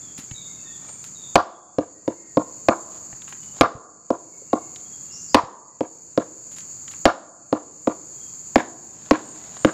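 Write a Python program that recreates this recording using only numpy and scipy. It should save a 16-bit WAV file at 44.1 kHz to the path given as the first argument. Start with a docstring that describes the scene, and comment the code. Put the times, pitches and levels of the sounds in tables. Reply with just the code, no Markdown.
"""Insects drone over a soft forest wash and birds call; leaves crackle and dry fibres tick.
Then a heavy wooden mallet beats a palm stalk close by: each blow is a few fast-dying rings plus a noise crack.
Each knock comes back from the ground, trunks and fronds as single echoes, scatter and a longer tail.
Insects and wash are shaped noise; birds are gliding, fluttering tones.
Hard blows overload the microphone, and its gain control ducks the drone, which then swells back."""
import sys
import numpy as np
from scipy import signal
from scipy.fft import rfft, irfft, next_fast_len
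from scipy.io import wavfile
from scipy.ndimage import uniform_filter1d

SR = 44100
rng = np.random.default_rng(int(sys.argv[2]) if len(sys.argv) > 2 else 0)


def generate_wav(signal):
    """Clip the signal to [-1, 1] and save it as 16-bit WAV at the path in sys.argv[1]."""
    frames = np.transpose(np.atleast_2d(signal))
    scaled = np.clip(frames, -1, 1) * 32767
    pcm = np.round(scaled).astype(np.int16)
    wavfile.write(sys.argv[1], SR, pcm)


N = 429093
TIME = np.arange(N) / SR

# Tone colour of crushed fibres. Each row: frequency in Hz, relative level in dB.
FIBRE_COLOUR = [(30, -51), (150, -22), (700, 9.5), (1500, -4), (2200, -13), (3000, -14.5), (4500, -10.5),
                (6500, -18), (9000, -31.5), (16000, -36.5)]


def gain_of(db):
    """Turns decibels into an amplitude factor."""
    return 10 ** (np.asarray(db) / 20)


def evened(x):
    """Scales a sound so that its average strength (rms) is 1."""
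    return x / np.sqrt(np.mean(x ** 2) + 1e-20)


def read(points, hz, axis=1):
    """Reads one column of a table at any frequency, joining its points over log frequency."""
    table = np.transpose(points)
    return np.interp(np.log(hz + 1), np.log(table[0] + 1), table[axis])


def add(mix, s, sound):
    """Mixes a sound in at time s, in seconds."""
    part = mix[max(round(s * SR), 0):][:len(sound)]
    part += sound[:len(part)]


def filtered(x, hz, kind="low", order=2):
    """Keeps the low, high or middle frequencies with a Butterworth filter."""
    edges = np.clip(hz, 5, SR / 2 - 100)
    return signal.sosfilt(signal.butter(order, edges, kind, fs=SR, output="sos"), x)


def noise(shape, size):
    """Noise of rms 1 whose amplitude at each frequency follows shape(Hz)."""
    full = next_fast_len(size)
    spectrum = rfft(rng.standard_normal(full)) * shape(np.fft.rfftfreq(full, 1 / SR))
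    return evened(irfft(spectrum, full)[:size])


def song(notes, length_s, glide, arch, fuzz_hz):
    """One bird's notes share a length and a contour; glide and arch are shares of the pitch."""
    out, size = np.zeros(N), round(length_s * SR)
    along = np.linspace(-1, 1, size)
    contour = 1 + glide * along / 2 + arch * (1 - along ** 2)
    for s, hz, db in notes:
        flutter = noise(lambda f: np.exp(-(f / fuzz_hz) ** 2), size)
        tone = np.sin(2 * np.pi * np.cumsum(hz * contour) / SR)
        soft_ends = signal.windows.tukey(size, .5)
        add(out, s, gain_of(db) * flutter * tone * soft_ends)
    return out


def distant_notes(count=14, low_hz=1750, high_hz=3300, level_db=-63.0, spread_db=2.5):
    """Faint notes from deeper in the forest, at random times, pitches and levels."""
    return [(when * N / SR, low_hz * (high_hz / low_hz) ** pitch, level_db + spread_db * (2 * loud - 1))
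            for when, pitch, loud in rng.random((count, 3))]


def birds(echo_s=0.14, echo_db=0):
    """Bird calls, smeared by a dying noise echo for the leaves they pass through."""
    # Each row of these four: start in seconds, base pitch in Hz, level in dB.
    # A near bird repeats one falling whistle.
    whistles = [(0, 3370, -56), (.33, 3680, -44.5), (.64, 3505, -50), (1.14, 3670, -46), (1.44, 3465, -52)]
    # A far bird holds low, nearly level notes.
    far_notes = [(.42, 2110, -64), (.6, 1800, -62), (2.12, 2086, -59), (4.25, 2170, -62),
                 (4.53, 2140, -60.5)]
    # A small bird gives thin arched calls.
    thin_calls = [(.85, 8370, -44.5), (7.24, 8300, -52.5), (9.22, 8330, -50), (9.56, 8100, -44)]
    # Another gives rising buzzes.
    buzzes = [(5.11, 5520, -41), (5.14, 6000, -40.5), (5.275, 5000, -44)]
    out = song(whistles, length_s=.15, glide=-0.094, arch=.004, fuzz_hz=110)
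    out += song(far_notes + distant_notes(), length_s=0.2, glide=-0.011, arch=.02, fuzz_hz=28)
    out += song(thin_calls, length_s=0.12, glide=0.028, arch=0.022, fuzz_hz=200)
    out += song(buzzes, length_s=.08, glide=0.15, arch=0.0052, fuzz_hz=380)
    t = np.arange(SR // 2) / SR
    echo = rng.standard_normal(len(t)) * np.exp(-t / echo_s)
    echo /= np.linalg.norm(echo)
    return out + gain_of(echo_db) * signal.fftconvolve(out, echo)[:N]


def insects(flicker_db=0.75, flicker_hz=25, swell_db=.5, swell_hz=2.3):
    """Countless insects blur into narrow noise bands that shimmer and swell together."""
    # The main chorus, its skirts, its octave and a lower chorus.
    # Each row: centre in Hz, spread in Hz, level in dB.
    choruses = [(7026, 295, -36), (6840, 880, -55), (14200, 830, -51.5), (4566, 160, -60.5)]
    # Slow changes of the whole drone. Each row: time in seconds, level change in dB.
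    drone_level = [(0, -1), (8.3, 1), (9.1, -4), (9.73, -1.5)]
    drone = np.zeros(N)
    for hz, spread, db in choruses:
        drone += gain_of(db) * noise(lambda f: np.exp(-((f - hz) / (2 * spread)) ** 2), N)
    flicker = noise(lambda f: 1 / (1 + (f / flicker_hz) ** 2), N)
    swell = noise(lambda f: 1 / (1 + (f / swell_hz) ** 2), N)
    slow_db = np.interp(TIME, *np.transpose(drone_level))
    return drone * gain_of(slow_db + swell_db * swell + flicker_db * flicker)


def air(level_db=-51.5, sway_db=.4, sway_hz=4):
    """The far wash of the forest: shaped noise whose level sways a little."""
    # Tone colour of the wash. Each row: frequency in Hz, relative level in dB.
    wash_colour = [(15, -50), (25, -33.5), (56, -9.5), (145, 0.5), (300, -7), (500, -13.5), (780, -16),
                   (1230, -15.5), (1800, -22), (2600, -22.5), (3200, -30), (5500, -22), (8000, -30.5),
                   (12000, -43.5)]
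    sway = noise(lambda f: 1 / (1 + (f / sway_hz) ** 2), N)
    return gain_of(level_db + sway_db * sway) * noise(lambda f: gain_of(read(wash_colour, f)), N)


def burst(hz, spread, decay_s, grain):
    """Grainy noise from hz / spread to hz * spread that dies away."""
    t = np.arange(SR // 8) / SR
    grains = rng.standard_normal(len(t)) * np.exp(grain * rng.standard_normal(len(t)))
    return evened(filtered(grains, [hz / spread, hz * spread], "band")) * np.exp(-t / decay_s)


def near_echoes(x, near_s=0.013, far_s=0.049, fade_s=0.035, beyond_db=-8, bark_hz=2200):
    """Adds single echoes from ground and trunks, and a cluster of scatter from the near fronds."""
    # Single echoes. Each row: delay in seconds, level in dB.
    single_echoes = [(.0037, -13.5), (.0073, -9), (0.0234, -17), (0.03, -30)]
    # Tone colour of the scatter. Each row: frequency in Hz, level in dB.
    frond_colour = [(80, -27.5), (300, -21.5), (600, -17), (1100, -8.5), (1750, -9), (2500, -13),
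                    (6000, -23), (15000, -22)]
    t = np.arange(SR // 4) / SR
    # about 3000 random reflections a second, fading in after near_s and weaker after far_s
    taps = rng.choice([-1., 1.], len(t)) * (rng.random(len(t)) < 3000 / SR)
    beyond = gain_of(beyond_db) * np.exp((far_s - t) / fade_s)
    taps *= np.clip(t / near_s - 1, 0, 1) * np.where(t < far_s, 1, beyond)
    colour = gain_of(read(frond_colour, np.fft.rfftfreq(len(t), 1 / SR)))
    scatter = irfft(rfft(taps / np.linalg.norm(taps)) * colour, len(t))
    single = np.zeros(len(t))
    for delay, db in single_echoes:
        single[round(delay * SR)] += gain_of(db)
    single = filtered(single, bark_hz, order=1)  # soil and bark swallow the treble
    return x + signal.fftconvolve(x, scatter + single)[:N]


def small_sounds(bump_s=0.0028, bump_rise_s=0.0018):
    """Ticks are short grainy bursts, crackles longer and wider ones; bumps are very short low tones."""
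    # Single dry twigs snap. Each row: start in seconds, level before decay in dB, centre in Hz.
    ticks = [(0.311, -35, 1930), (3.128, -38.5, 1090), (3.2185, -36.5, 2550), (3.278, -33, 1480),
             (3.3248, -30, 1540), (4.76, -35.5, 3840), (6.605, -38, 3980), (6.88, -34.5, 2300),
             (6.937, -35.5, 1460)]
    # Dry leaves crackle in brief flurries. Each row: start in seconds, level before decay in dB.
    crackles = [(0.178, -35), (1.041, -41.5), (3.287, -42), (3.431, -46.5), (6.514, -41), (6.564, -37.5),
                (6.911, -42)]
    # Soft low bumps and taps, the strongest just after hard blows.
    # Each row: start in seconds, level before fades in dB, pitch in Hz.
    bumps = [(0.187, -20, 209), (0.314, -15, 105), (3.129, -24, 86), (3.751, -4.5, 110), (4.42, -22.5, 463),
             (5.435, -6.5, 131)]
    out, t = np.zeros(N), np.arange(SR // 8) / SR
    for s, db, hz in ticks:
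        add(out, s, gain_of(db) * burst(hz, spread=1.8, decay_s=0.0036, grain=0.84))
    for s, db in crackles:
        add(out, s, gain_of(db) * burst(hz=4100, spread=5.0, decay_s=0.03, grain=1.1))
    bump_shape = np.exp(-t / bump_s) * (1 - np.exp(-t / bump_rise_s))
    for s, db, hz in bumps:
        add(out, s, gain_of(db) * np.sin(2 * np.pi * hz * t) * bump_shape)
    return near_echoes(out)


def rustles(clump_db=3, clump_hz=80):
    """Leaves and sleeve brush past: swells of fibre noise with an uneven, clumpy level."""
    # Rustles as the arm moves. Each row: start in seconds, length in seconds, level in dB.
    swells = [(0.728, 0.31, -53.5), (2.862, 0.19, -54.5), (3.521, 0.12, -48.5), (8.85, 0.55, -52.5),
              (9.137, 0.79, -49.5)]
    out = np.zeros(N)
    for s, length, db in swells:
        size = round(length * SR)
        clumps = gain_of(clump_db * noise(lambda f: 1 / (1 + (f / clump_hz) ** 2), size))
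        # half the decibels: a flatter colour than a crack has
        fibres = noise(lambda f: gain_of(read(FIBRE_COLOUR, f) / 2), size)
        add(out, s, gain_of(db) * np.hanning(size) * clumps * fibres)
    return out


def knock(force_db, contact_hz, low_db, crack_db, low_hz=430, crack_s=0.0017,
          splinter_db=-30, splinter_s=0.061, spot_db=1.5, detune=0.023):
    """A soft contact rings only the low modes; a hard one reaches the high ones and cracks fibres."""
    # Stalk and mallet ring together. Each row: pitch in Hz, level in dB, time to fall 60 dB in seconds.
    modes = [(117, -29.5, 0.043), (201, -14, .06), (234.1, -11, 0.039), (320.5, -10, 0.07),
             (376.8, -9, 0.031), (507, -2.5, 0.025), (697.6, -5, 0.033), (853, -4.5, 0.014),
             (1021, -4.5, .026), (1172.7, -6.5, 0.033), (1381, -6, .02), (1690, -6.5, 0.0046),
             (2160, -23.5, 0.014)]
    t = np.arange(SR // 4) / SR
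    ring = np.zeros(len(t))
    # each blow lands on a slightly different spot, so levels and pitches vary
    spots = rng.standard_normal((len(modes), 2))
    for k, ((hz, db, t60), (louder, sharper)) in enumerate(zip(modes, spots)):
        level_db = db + spot_db * louder + low_db / (1 + (hz / low_hz) ** 4)
        reach = 1 / np.sqrt(1 + (hz / contact_hz) ** 6)
        direction = (-1) ** k  # neighbouring modes start in opposite directions
        tone = np.sin(2 * np.pi * hz * (1 + detune * sharper) * t)
        ring += direction * reach * gain_of(level_db - 60 * t / t60) * tone
    fading = np.exp(-t / crack_s) + gain_of(splinter_db) * np.exp(-t / splinter_s)
    crack = noise(lambda f: gain_of(read(FIBRE_COLOUR, f)), len(t)) * fading
    return gain_of(force_db) * (gain_of(crack_db) * crack + filtered(ring, 2 * contact_hz))


def thud(force_db, trunk_db=-42, growth=1.8, trunk_hz=90, decay_s=0.022):
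    """The trunk's low shake grows faster than the force, so it matters only in the hardest blows."""
    t = np.arange(SR // 4) / SR
    return gain_of(trunk_db + growth * force_db) * np.sin(2 * np.pi * trunk_hz * t) * np.exp(-t / decay_s)


def forest_tail(build_s=0.017):
    """Diffuse echo from distant trees: noise dying soonest around 2 kHz and in the deep bass."""
    # The tail by band. Each row: frequency in Hz, level in dB, time to fall 60 dB in seconds.
    tail_bands = [(80.4, -42, 0.17), (297, -17, 1), (550, -27, 1.0), (1020, -17.5, 0.87), (1600, -22, 0.98),
                  (2100, -10.5, 0.093), (6100, -22.5, 0.3), (15000, -28.5, 0.3)]
    hz, t, z = signal.stft(rng.standard_normal(SR), SR, nperseg=256)
    t60 = read(tail_bands, hz, axis=2)[:, None]
    level = gain_of(read(tail_bands, hz)[:, None] - 60 * t / t60)
    level *= np.sqrt(np.log(1e6) / (t60 * SR))  # a longer tail starts softer, for the same energy
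    return signal.istft(z * level * np.clip(t / build_s, 0, 1), SR, nperseg=256)[1]


def mallet(push_db=-50, push_s=0.013):
    """Every blow, with the cushion of air that the mallet head pushes, its echoes and its forest tail."""
    # Mallet blows. Each row: time in seconds, force in dB, contact cut-off in Hz,
    # share of the blow that lands on loose husk (0 to 1).
    blows = [(1.3560, 16.5, 1500, 0.63), (1.7847, 9, 620, 0), (2.0784, 6, 497, 0), (2.3713, 2.5, 820, 0.38),
             (2.6854, 7, 1158, 0.44), (3.6100, 16.5, 1990, 0.46), (4.1040, 5, 850, 0.41),
             (4.5307, 3.5, 874, 0.16), (5.3452, 17.5, 1700, 0.6), (5.808, 6.5, 597, 0),
             (6.1765, 3.5, 735, 0.56), (7.0547, 14.5, 2000, 0.85), (7.5268, 6, 890, 0.52),
             (7.873, 0.5, 898, 0.84), (8.5580, 6.5, 546, 1), (9.1103, 5, 600, 1), (9.648, 4.5, 470, 1)]
    near, far = np.zeros((2, N))
    push = np.hanning(round(push_s * SR))
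    for s, force_db, contact_hz, husk in blows:
        # force thins the low modes and raises the crack; loose husk adds to both
        low_db = 1.5 - 0.38 * force_db + 7.5 * husk
        crack_db = -24 + 0.7984 * force_db + 13.5 * husk
        blow = knock(force_db, contact_hz, low_db, crack_db)
        add(near, s, blow + thud(force_db))
        add(near, s - push_s / 2, gain_of(force_db + push_db) * push)  # starts just before the blow
        add(far, s, signal.fftconvolve(blow, forest_tail()))
    return near_echoes(near) + far


def scene():
    """Near sounds with their echoes, over the forest's steady life."""
    return (birds() + insects() + air() + small_sounds() + rustles() + mallet())[None]


def excess_db(x, threshold_db, window_s, recovery_db, attack_s):
    """How far the recent level stood over a threshold: smoothed over attack_s, recovers in dB a second."""
    level_db = 10 * np.log10(filtered(x ** 2, 1 / (2 * np.pi * window_s), order=1) + 1e-12)
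    fall = recovery_db * TIME
    held_db = np.maximum.accumulate(level_db + fall) - fall  # peaks held, then sinking steadily
    over = np.maximum(held_db - threshold_db, 0)
    return filtered(over, 1 / (2 * np.pi * attack_s), order=1)


def suppressed(x, quiet_db=-66.5):
    """A noise suppressor turns down whatever bands have fallen nearly silent."""
    z = signal.stft(x, SR, nperseg=512)[2]
    over_time = uniform_filter1d(abs(z) ** 2, 7, axis=1)
    power = uniform_filter1d(over_time, 3, axis=0) * 512 / 1.5
    keep = power ** 2 / (power ** 2 + gain_of(quiet_db) ** 4)
    return signal.istft(z * keep, SR, nperseg=512)[1][:N]


def record(dry, ceiling=0.69, bass_hz=48, treble_hz=7800, edge_hz=16200):
    """Bass cut, slow gain control, overload, quick limiter, treble cut, noise suppression, band limit."""
    x = filtered(dry[0], bass_hz, "high")
    x = x / gain_of(excess_db(x, threshold_db=-8.0, window_s=0.014, recovery_db=11.5, attack_s=.035))
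    x = x / (1 + (x / ceiling) ** 8) ** (1 / 8)  # overload: bends towards the ceiling
    x = x / gain_of(excess_db(x, threshold_db=-8, window_s=.002, recovery_db=100, attack_s=.003))
    x = suppressed(filtered(x, treble_hz))
    band_limit = signal.firwin(511, edge_hz, window=("kaiser", 9), fs=SR)
    return signal.oaconvolve(x, band_limit, "same")[None]


dry = scene()
out = record(dry)
generate_wav(out)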